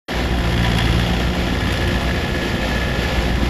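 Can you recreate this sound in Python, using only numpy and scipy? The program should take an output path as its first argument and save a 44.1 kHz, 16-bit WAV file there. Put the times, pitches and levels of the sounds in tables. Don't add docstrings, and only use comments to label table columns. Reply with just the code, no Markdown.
import sys
import numpy as np
from scipy.fft import rfft, irfft, next_fast_len
from scipy.io import wavfile
from scipy.ndimage import map_coordinates

SR = 44100
rng = np.random.default_rng(int(sys.argv[2]) if len(sys.argv) > 2 else 0)


def master(y):
    cut = np.clip(np.atleast_2d(y).T, -1, 1)
    pcm = np.round(cut * 32767)
    wavfile.write(sys.argv[1], SR, pcm.astype(np.int16))


N = 153909

# time in seconds, firings per second.
FIRING_RATE = [(0, 58.5), (.3, 60.13), (.65, 57.1), (.95, 57.32), (1.25, 59.85), (1.75, 58.68), (2.1, 59.6),
               (2.8, 59.53), (3.49, 59.06)]
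# time in seconds, load in dB.
LOAD = [(.1, -1), (.38, -1), (.58, 2), (.8, 3), (1.08, 1.2), (1.3, -1), (1.7, 1.5), (2.3, -0.5),
        (3.1, -0.5), (3.49, -0.5)]
# time in seconds, facing from 0 (slanted) to 1 (square on).
FACING = [(1.2, 0.087), (1.9, 0.64), (2.75, 1), (3.49, 0.087)]
# time in seconds, rumble level in dB, boom level of the drum shells in dB.
ROLLING = [(.1, -33, -50), (.25, -25.5, -41), (1.2, -25.5, -43.5), (1.75, -25.5, -23.5),
           (2.2, -25.5, -30.5), (2.5, -27.5, -32), (2.9, -25.5, -44), (3.49, -22, -46)]
# time in seconds, level in dB, decay in seconds.
GRIT = [(.386, -35, .005), (.772, -32, .003), (.784, -24, .004), (1.723, -28, .004), (1.729, -32, .003),
        (1.738, -32, .003), (1.876, -32, .006), (2.19, -38, .004)]
# frequency in Hz, relative level in dB.
RUMBLE_COLOUR = [(15, -52), (30, -16), (45, -2.5), (70, 4.5), (95, -3.5), (140, -4.5), (220, -12),
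                 (400, -18.5), (1500, -88)]
GRIT_COLOUR = [(600, 0), (3000, 8), (5500, 5), (8000, 0), (11000, 4), (13000, -1), (14000, -14)]
FAN_COLOUR = [(100, -11), (250, -5), (450, 1.5), (750, 0), (1120, -11.5), (1400, -3), (1570, -12.5),
              (2100, -5.5), (3300, -9), (3900, -11.5), (5300, -15.5), (6000, -21.5), (7600, -24),
              (9100, -72), (10200, -29), (11800, -26), (14000, -46)]
PUFF_COLOUR = [(50, -4), (110, -7), (180, 4), (260, 0.5), (420, -9), (700, -20.5), (1200, -15.5),
               (4000, -40.5)]
KNOCK_COLOUR = [(300, -4), (800, -0.5), (1150, -1.5), (1570, 1), (1900, 5.5), (2500, -1.9), (3450, 0),
                (3750, -8), (5400, -7), (5900, -14.5), (7500, -15.5), (9100, -50), (10200, -14),
                (11800, -20), (14000, -46)]
# time in seconds, level in dB.
WHINE_LEVEL = [(1.3, -58), (1.75, -44), (2.2, -41), (2.72, -36.5), (3.1, -40), (3.49, -50)]
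# time in seconds, then levels in dB of the firing tone, 2nd and 3rd harmonics.
DRONE = [(.1, -30, -38, -36), (.25, -25, -33, -33), (.45, -24.5, -32, -29), (.58, -24, -23, -26),
         (.82, -24, -21, -25.5), (1.05, -24, -24, -27), (1.25, -23, -32, -26.5), (1.55, -25, -35, -31),
         (1.8, -27, -35, -33), (2.15, -27, -35, -31), (2.45, -28, -38, -36), (2.68, -24, -36, -37),
         (2.95, -26, -39, -35), (3.18, -28, -39, -34), (3.4, -21.5, -33, -32), (3.49, -23, -34, -33)]
# multiple of the firing rate, level in dB, dB gained per dB of load.
OVERTONES = [(1.25, -40, 0), (2.25, -42.5, 0), (3.25, -42, .6), (4, -43, 0), (4.25, -39.5, 1.9),
             (5.75, -43, 0), (6, -39, .5)]
# relative levels in dB of knock, cover ring, head ring and exhaust puff.
CYLINDERS = [(0, 0, 0, -1), (-1, -13, -5, -1.5), (1, -3, 2.5, 1.5), (0, 1, -1, -1.5)]
# frequency in Hz, width in Hz, relative level in dB seen at a slant, relative level in dB seen square on.
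COVER_MODES = [(1705, 50, 1, 6), (1785, 65, 2, 0), (2017, 50, -1, -6)]
FRAME_MODES = [(352.7, 31, 2.5, 5), (524, 31, 1, 5.5), (693, 13, 2.5, -3), (765, 34, 2.5, -5),
               (829, 28, -6, 2.5), (979, 29, 2.5, -7.5), (1348, 28, -4, -16)]
HEAD_MODES = [(2566, 43, -13, 12), (2877, 55, 6, 6), (3120, 20, 0, 14), (3252, 57, 9, -2),
              (3414, 28, 9, 5.5), (4640, 59, -7, -6)]
# time in seconds, level in dB of its tapped part.
COVER_LEVEL = [(.1, -34.5), (.6, -32), (1.3, -37), (1.8, -32.5), (2.8, -32), (3.49, -35.5)]

FIRST_FIRING_S, EXHAUST_LAG_S = .0029, 0.006365
DRONE_WAVER_DB, DRONE_WAVER_RAD = 1.1, 0.2
WHINE_HZ, WHINE_WAVER_RAD = 1714, .5
BOOM_HZ, BOOM_WIDTH_HZ = 87.7, 20
GRIT_ATTACK_S = .0004
DIP_HZ, DIP_WIDTH_HZ, DIP_DEPTH = 1570, 85, 0.8
START_S, BASS_RISE_S, BASS_EDGE_HZ, TOP_HZ = .082, 0.064, 195, 14100


def amp(db):
    return 10 ** (np.asarray(db) / 20)


def unit(x):
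    return x / np.sqrt(np.mean(x ** 2) + 1e-20)


def curves(rows):
    s, *columns = np.transpose(rows)
    return [np.interp(np.arange(N) / SR, s, column) for column in columns]


def wobble(rate):
    points = rng.standard_normal(N // 8)
    return map_coordinates(points, [np.arange(N) * rate / SR + 4], order=3, mode="wrap")


def filtered(x, response):
    size = next_fast_len(N + SR // 2)
    hz = np.fft.rfftfreq(size, 1 / SR)
    return irfft(rfft(x, size) * response(hz), size)[:N]


def noise(colour):
    f, db = np.transpose(colour)
    response = lambda hz: amp(np.interp(np.log(hz + 1), np.log(f + 1), db))
    return unit(filtered(rng.standard_normal(N), response))


def ring(x, modes):
    facing = np.clip(curves(FACING)[0], 0, 1)
    total = np.zeros(N)
    for centre, width, slant_db, square_db in modes:
        def response(f):
            resonance = centre * width / (centre ** 2 - f ** 2 + 1j * f * width)
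            low_cut = 1j * f / (centre + 1j * f)
            return resonance * low_cut
        total += amp(slant_db + (square_db - slant_db) * facing) * filtered(x, response)
    return unit(total)


def bursts(firings, cylinder_db, lag_s, attack_s, decay_s, scatter_db, jitter_s):
    power, t = np.zeros(N), np.arange(N) / SR
    starts = np.interp(np.arange(int(firings[-1]) + 1), firings, t) + lag_s
    chances = rng.standard_normal((len(starts), 2))
    for k, (start, (size, slip)) in enumerate(zip(starts, chances)):
        part = slice(max(int(start * SR) - SR // 100, 0), int(start * SR) + SR // 12)
        age = np.maximum(t[part] - start - jitter_s * slip, 0)
        level = amp(cylinder_db[k % len(cylinder_db)] + scatter_db * size)
        burst = level * (1 - np.exp(-age / attack_s)) * np.exp(-age / decay_s)
        power[part] += burst ** 2
    return unit(np.sqrt(power))


def taps(firings, cylinder_db, lag_s, scatter_db, jitter_s):
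    k = np.arange(int(firings[-1]) + 1)
    size, slip = rng.standard_normal((len(k), 2)).T
    s = np.interp(k, firings, np.arange(N) / SR) + lag_s + jitter_s * slip
    position = np.abs(s * SR).astype(int)
    level = amp(cylinder_db[k % len(cylinder_db)] + scatter_db * size)
    return np.bincount(position, level, N)[:N]


def fan(load_db):
    return amp(-28.5 + 0.27 * load_db + 1.78 * wobble(14)) * noise(FAN_COLOUR)


def drums():
    t = np.arange(N) / SR
    rumble_db, boom_db = curves(ROLLING)
    rumble = amp(rumble_db) * noise(RUMBLE_COLOUR)

    boom_band = lambda hz: np.exp(-((hz - BOOM_HZ) / BOOM_WIDTH_HZ) ** 2)
    boom = amp(boom_db) * unit(filtered(rng.standard_normal(N), boom_band))

    snaps = np.zeros(N)
    for start, db, decay in GRIT:
        attack = np.clip((t - start) / GRIT_ATTACK_S, 0, 1)
        snaps += amp(db) * attack * np.exp(-np.abs(t - start) / decay)
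    crackle = unit(amp(1.4 * np.tanh(wobble(720))) * noise(GRIT_COLOUR))
    return rumble + boom + snaps * crackle


def whine():
    level_db, = curves(WHINE_LEVEL)
    phase = 2 * np.pi * WHINE_HZ * np.arange(N) / SR + WHINE_WAVER_RAD * wobble(25)
    return amp(level_db + 1.0 * wobble(9.9)) * unit(np.sin(phase))


def exhaust(firings, load_db):
    t = np.arange(N) / SR
    cycle = np.interp(t - EXHAUST_LAG_S, t, firings)
    tones = list(enumerate(curves(DRONE), 1))
    tones += [(multiple, db + gain * load_db) for multiple, db, gain in OVERTONES]
    drone = np.zeros(N)
    for multiple, db in tones:
        level = amp(db + DRONE_WAVER_DB * wobble(15)) * np.sqrt(2)
        phase = 2 * np.pi * multiple * cycle + DRONE_WAVER_RAD * multiple * wobble(6)
        drone -= level * np.sin(phase)

    puff_db = np.transpose(CYLINDERS)[3]
    puffs = bursts(firings, puff_db, lag_s=0.0044, attack_s=0.0017, decay_s=0.007,
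                   scatter_db=2.24, jitter_s=.0012)
    return drone + amp(-27.5 + 0.34 * load_db) * puffs * noise(PUFF_COLOUR)


def diesel_knock(firings, load_db):
    knock_db, slap_db, crack_db, _ = np.transpose(CYLINDERS)
    knocks = bursts(firings, knock_db, lag_s=-0.0028, attack_s=0.0026, decay_s=0.0075,
                    scatter_db=1.5, jitter_s=0.0007)
    rough_knocks = unit(knocks * amp(1.1 * wobble(500)))
    knocking = amp(-34.0 + 2.03 * load_db) * rough_knocks * noise(KNOCK_COLOUR)

    valves = bursts(2 * firings, [0], lag_s=0.00304, attack_s=.0003, decay_s=0.0024,
                    scatter_db=2, jitter_s=.0014)
    ticking = amp(-42.0 + 1.6 * load_db) * valves * noise(KNOCK_COLOUR)

    slaps = taps(firings, slap_db, lag_s=-.0038, scatter_db=2.0, jitter_s=0.00027)
    cover_db, = curves(COVER_LEVEL)
    steady_ring = amp(-6.5) * ring(rng.standard_normal(N), COVER_MODES)
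    cover = amp(cover_db) * (ring(slaps, COVER_MODES) + steady_ring)

    cracks = taps(firings, crack_db, lag_s=-0.0009, scatter_db=0.5, jitter_s=0.00061)
    head = amp(-36.2 + 2.0 * load_db) * ring(cracks, HEAD_MODES)

    frame = amp(-31.5 + 0.25 * load_db) * ring(knocks * rng.standard_normal(N), FRAME_MODES)
    return knocking + ticking + cover + head + frame


def scene():
    firing_rate, = curves(FIRING_RATE)
    load_db, = curves(LOAD)
    facing, = curves(FACING)
    firings = np.cumsum(firing_rate) / SR - FIRST_FIRING_S * firing_rate[0]
    background = fan(load_db) + drums() + whine()
    engine = exhaust(firings, load_db) + diesel_knock(firings, load_db)
    roller = background + engine

    dip_band = filtered(roller, lambda hz: np.exp(-((hz - DIP_HZ) / DIP_WIDTH_HZ) ** 2))
    return (roller - np.clip(DIP_DEPTH * facing, 0, 1) * dip_band)[None]


def record(dry):
    age = np.arange(N) / SR - START_S
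    bass = filtered(dry[0], lambda hz: 1 / (1 + (hz / BASS_EDGE_HZ) ** 4))
    missing_bass = bass * np.clip(1 - age / BASS_RISE_S, 0, 1)
    fade_in = np.clip(age / .003, 0, 1)
    return filtered((dry[0] - missing_bass) * fade_in, lambda hz: hz < TOP_HZ)[None]


dry = scene()
out = record(dry)
master(out)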